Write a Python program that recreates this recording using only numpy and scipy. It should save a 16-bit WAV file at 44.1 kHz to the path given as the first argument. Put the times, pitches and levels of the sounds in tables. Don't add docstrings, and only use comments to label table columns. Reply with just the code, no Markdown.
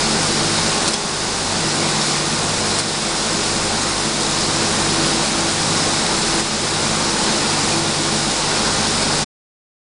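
import sys
import numpy as np
from scipy import signal
from scipy.fft import rfft, irfft
from scipy.io import wavfile
from scipy.ndimage import uniform_filter1d

SR = 44100
rng = np.random.default_rng(int(sys.argv[2]) if len(sys.argv) > 2 else 0)


def to_wav(s):
    ch = np.atleast_2d(s).T
    pcm = np.round(np.clip(ch, -1, 1) * 32767)
    wavfile.write(sys.argv[1], SR, pcm.astype(np.int16))


N = 440559
TIME_S = np.arange(N) / SR
FREQ_HZ = np.fft.rfftfreq(N, 1 / SR)

# time in seconds, strength in dB.
GAS_FLOW = [(0, 0.6), (0.8, 0.5), (1.45, 0.16), (2.05, 1), (2.25, -0.54), (3.35, 0.3), (4.05, -0.67),
            (5.1, 1.1), (5.5, 0.05), (5.8, 1), (6.05, 0.2), (6.4, 1.3), (7.3, 1.2), (8.15, 0.35),
            (8.65, 0.7), (9.2, 0.5)]
# frequency in Hz, relative density in dB.
ROAR_SPECTRUM = [(8, -69.5), (19, -55.5), (30, -65.5), (60, -64.5), (78, -66), (130, -59.5), (165, -53.5),
                 (560, -55), (770, -57), (880, -55.5), (1300, -58.5), (1550, -58), (1640, -61.5),
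                 (2500, -62.5), (4000, -64.5), (10000, -78)]
# frequency in Hz, width in Hz, lift in dB.
DUCT_MODES = [(167, 6, 8.5), (209.5, 6, 10), (218, 7, 10), (231, 6.5, 6), (276.6, 7.9, 3.5),
              (335, 9.3, 3.5), (408.8, 6.4, 8.5), (426, 5, 2), (486.4, 8.2, 3.5), (853, 46, 3),
              (930, 12, 3.5), (974, 8.9, 1.5), (1078, 12, 6), (1142, 12, 3), (1227, 14, 4), (1427, 25, 3),
              (1820, 30, 4.5), (1970, 20, 3), (2215, 18, 5), (2438, 29, 4)]
# time in seconds, relative level in dB.
DRONE_LEVELS = [(0, -40.5), (0.35, -31.5), (1.0, -39), (1.6, -38.5), (1.88, -31.0), (2.15, -36.5),
                (2.7, -39), (3.0, -33), (4.65, -37.5), (5.0, -28), (5.45, -32.5), (5.85, -41), (6.4, -29.8),
                (6.7, -42), (7.15, -30), (7.45, -38.5), (7.75, -30), (9.2, -44)]
# multiple of shaft speed, relative level in dB, flutter from 0 to 1.
BLOWER_ORDERS = [(1, -41, .45), (3, -34, 0.5), (14, -49.5, 0.7), (15, -42, 0), (16, -40, 0.2),
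                 (28, -47.5, 0.6), (30, -46.5, .5)]
# frequency in Hz, relative density in dB.
HISS_SPECTRUM = [(1500, -67.5), (3150, -68), (3800, -58.5), (4700, -58), (5300, -58), (6000, -61),
                 (7700, -61.5), (10000, -66)]
# frequency in Hz, width in Hz, lift in dB.
WHISTLE_MODES = [(3400, 140, 3), (4940, 40, 2), (5075, 90, 4.2), (5275, 70, 1.8), (8920, 110, 1.8),
                 (9800, 180, 1.2)]
# start in seconds, level in dB, decay in seconds.
SPARK_BURSTS = [(.8578, -20, .0014), (.8785, -11, 0.0022), (0.8835, -15, .005), (2.788, -11, .0012),
                (2.7925, -18.5, .011), (6.3895, -26, .002), (6.398, -23.5, .005), (7.236, -19.5, .01)]
# frequency in Hz, relative level in dB.
SNAP_SPECTRUM = [(500, -15), (2500, -11), (4500, -0.5), (6000, -4), (8300, -1), (10000, -0.5),
                 (12000, -25.5)]
# start in seconds, relative level in dB.
ROD_KNOCKS = [(.9347, -14.5), (0.9402, -13), (7.24, -25)]
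# frequency in Hz, relative level in dB, T60 in seconds.
ROD_MODES = [(3360, -6, .13), (3500, -19.5, .13), (5140, -4, .08), (5400, -12, .08), (6100, -8.5, .07),
             (6400, -11, .07), (8800, -15, .05)]
# start in seconds, frequency in Hz, level in dB, T60 in seconds.
FAINT_PINGS = [(2.012, 5450, -17, .1), (5.76, 3800, -22, .15), (6.325, 2890, -27, .15),
               (7.255, 3120, -26, .15), (7.718, 2440, -21, .15)]
# start in seconds, nominal depth in dB.
LEVEL_DIPS = [(.888, 2.5), (.947, 2.5), (2.803, 3), (6.405, 4), (7.785, 1.2)]

ROAR_DB_PER_FLOW_DB, BLOWER_DB_PER_FLOW_DB = 1.1, .6
SURGE_TOP_HZ, SURGE_DB_PER_FLOW_DB, SURGE_DRIFT_DB = 481, .5, .5
DRONE_HZ, DRONE_WANDER_HZ = 332.5, 4.2
SHAFT_HZ, MOTOR_HUM_DB = 49.55, -43
MAINS_HUM_HZ, MAINS_HUM_DB = 100.06, -39
DIP_FALL_S, DIP_RECOVERY_S, STOP_S = .0098, .5, 9.238
PEAK_CEILING, LOWPASS_HZ = .8, 10350


def blast(flow_db):
    eddies = turbulence(patch_db=.58, patch_hz=500, patch_s=.06)
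    roar = colour(eddies, spectrum_gain(ROAR_SPECTRUM) * resonance_gain(DUCT_MODES))
    deep = colour(roar, 1 / (1 + (FREQ_HZ / SURGE_TOP_HZ) ** 4))
    surge_db = SURGE_DB_PER_FLOW_DB * (flow_db - flow_db.mean()) + SURGE_DRIFT_DB * drift(3)
    roar = roar - deep + deep * gain_of(surge_db)
    return hall(roar, echo_db=-13.5) * gain_of(ROAR_DB_PER_FLOW_DB * flow_db + .27 * drift(11) + .2)


def duct_drone():
    wander = drift(DRONE_WANDER_HZ) + 1j * drift(DRONE_WANDER_HZ)
    wander = wander / np.sqrt(abs(wander) ** 2 + .5)
    tone = (wander * np.exp(2j * np.pi * DRONE_HZ * TIME_S)).real
    level_db = np.interp(TIME_S, *np.transpose(DRONE_LEVELS)) + 1.9
    return unit_rms(tone) * gain_of(level_db)


def blower(flow_db):
    turns = np.cumsum(SHAFT_HZ * (1 + .0002 * drift(1.6))) / SR
    tones = np.zeros(N)
    for order, db, flutter in BLOWER_ORDERS:
        waver = np.sqrt(2 * (1 - flutter ** 2)) + flutter * (drift(2) + 1j * drift(2.2))
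        phasor = np.exp(2j * np.pi * (order * turns + rng.random()))
        tones += gain_of(db) * (waver * phasor).real
    motor = gain_of(MOTOR_HUM_DB) * unit_rms(np.sin(2 * np.pi * 2 * turns))
    mains = gain_of(MAINS_HUM_DB) * unit_rms(np.sin(2 * np.pi * MAINS_HUM_HZ * TIME_S))
    return tones * gain_of(BLOWER_DB_PER_FLOW_DB * flow_db + .4) + mains - motor


def gas_jet(flow_db):
    eddies = turbulence(patch_db=.6, patch_hz=890, patch_s=.04)
    hiss = colour(eddies, spectrum_gain(HISS_SPECTRUM) * resonance_gain(WHISTLE_MODES))
    return hall(hiss, echo_db=-9.5) * gain_of(flow_db + .28 * drift(9) - .42)


def sparks(crackle_per_s=280, pop_decay_s=.0004):
    snap_gain = spectrum_gain(SNAP_SPECTRUM)
    power = np.zeros(N)
    for start_s, db, decay_s in SPARK_BURSTS:
        age_s = TIME_S - start_s
        power += gain_of(db) ** 2 * (age_s >= 0) * np.exp(-2 * (age_s / decay_s) ** 2)
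    snaps = unit_rms(colour(rng.standard_normal(N), snap_gain)) * np.sqrt(power)
    pop_db = 2.6 * np.minimum(rng.exponential(1, N), 3.5)
    pops = gain_of(pop_db) * (rng.random(N) < crackle_per_s / SR)
    envelope = signal.lfilter([1], [1, -np.exp(-1 / (pop_decay_s * SR))], pops)
    crackle = colour(envelope * rng.standard_normal(N), snap_gain)
    return snaps + gain_of(-34.5) * unit_rms(crackle)


def steel_rod():
    age_s = np.arange(SR // 4) / SR
    grit = unit_rms(colour(rng.standard_normal(N), spectrum_gain(SNAP_SPECTRUM)))
    out = np.zeros(N)
    for start_s, db in ROD_KNOCKS:
        span = slice(round(start_s * SR), round(start_s * SR) + len(age_s))
        ring = sum(gain_of(mode_db - 60 * age_s / t60_s) * np.sin(2 * np.pi * (hz * age_s + rng.random()))
                   for hz, mode_db, t60_s in ROD_MODES)
        contact = grit[span] * np.exp(-age_s / .003)
        out[span] += gain_of(db) * (gain_of(-1) * ring + contact)
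    return out


def faint_pings():
    out = np.zeros(N)
    for start_s, hz, db, t60_s in FAINT_PINGS:
        age_s = np.maximum(TIME_S - start_s, 0)
        attack = 1 - np.exp(-age_s / .002)
        out += gain_of(db - 60 * age_s / t60_s) * attack * np.sin(2 * np.pi * hz * age_s)
    return out


def hall(x, echo_db, count=40):
    delay_s, sign = rng.uniform(.004, .09, count), rng.choice([-1, 1], count)
    taps = np.zeros(N)
    taps[(delay_s * SR).astype(int)] = sign * gain_of(echo_db) / np.sqrt(count)
    bass_cut = FREQ_HZ ** 2 / (FREQ_HZ ** 2 + 400 ** 2)
    echoes = colour(x, rfft(taps) * bass_cut)
    return (x + echoes) / np.sqrt(1 + gain_of(echo_db) ** 2)


def turbulence(patch_db, patch_hz, patch_s):
    hz, frame_s, bins = signal.stft(rng.standard_normal(N), SR, nperseg=512, noverlap=384)
    patches = uniform_filter1d(rng.standard_normal(bins.shape), round(patch_hz / hz[1]), axis=0)
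    patches = unit_rms(uniform_filter1d(patches, round(patch_s / frame_s[1]), axis=1))
    _, noise = signal.istft(bins * gain_of(patch_db * patches), nperseg=512, noverlap=384)
    return unit_rms(noise[:N]) * np.sqrt(SR / 2)


def drift(top_hz):
    return unit_rms(colour(rng.standard_normal(N), 1 / (1 + (FREQ_HZ / top_hz) ** 2)))


def resonance_gain(modes):
    peak_power = sum((gain_of(lift_db) ** 2 - 1) / (1 + (2 * (FREQ_HZ - hz) / width_hz) ** 2) ** 1.5
                     for hz, width_hz, lift_db in modes)
    return np.sqrt(1 + peak_power)


def spectrum_gain(points):
    hz, db = np.transpose(points)
    return gain_of(np.interp(np.log(FREQ_HZ + 1), np.log(hz), db))


def colour(x, gain):
    return irfft(rfft(x) * gain, N)


def gain_of(db):
    return 10 ** (np.asarray(db) / 20)


def unit_rms(x):
    return x / np.sqrt(np.mean(x ** 2) + 1e-20)


def scene():
    flow_db = np.interp(TIME_S, *np.transpose(GAS_FLOW))
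    furnace = blast(flow_db) + duct_drone() + blower(flow_db) + gas_jet(flow_db)
    din = furnace + sparks() + steel_rod() + faint_pings()
    return np.array([din, din])


def record(dry):
    dip_db = np.zeros(N)
    for start_s, depth_db in LEVEL_DIPS:
        age_s = np.maximum(TIME_S - start_s, 0)
        dip_db += depth_db * (1 - np.exp(-age_s / DIP_FALL_S)) * np.exp(-age_s / DIP_RECOVERY_S)
    stop_gate = np.clip((STOP_S - TIME_S) / .016 + .5, 0, 1)
    dc_free = signal.lfilter(*signal.butter(1, 5, "highpass", fs=SR), dry)
    gated = dc_free * gain_of(-dip_db) * stop_gate
    rounded = gated / (1 + (gated / PEAK_CEILING) ** 8) ** (1 / 8)
    lowpass = signal.firwin(221, LOWPASS_HZ, window=("kaiser", 9), fs=SR)
    return signal.oaconvolve(rounded, lowpass[None], "same")


dry = scene()
out = record(dry)
to_wav(out)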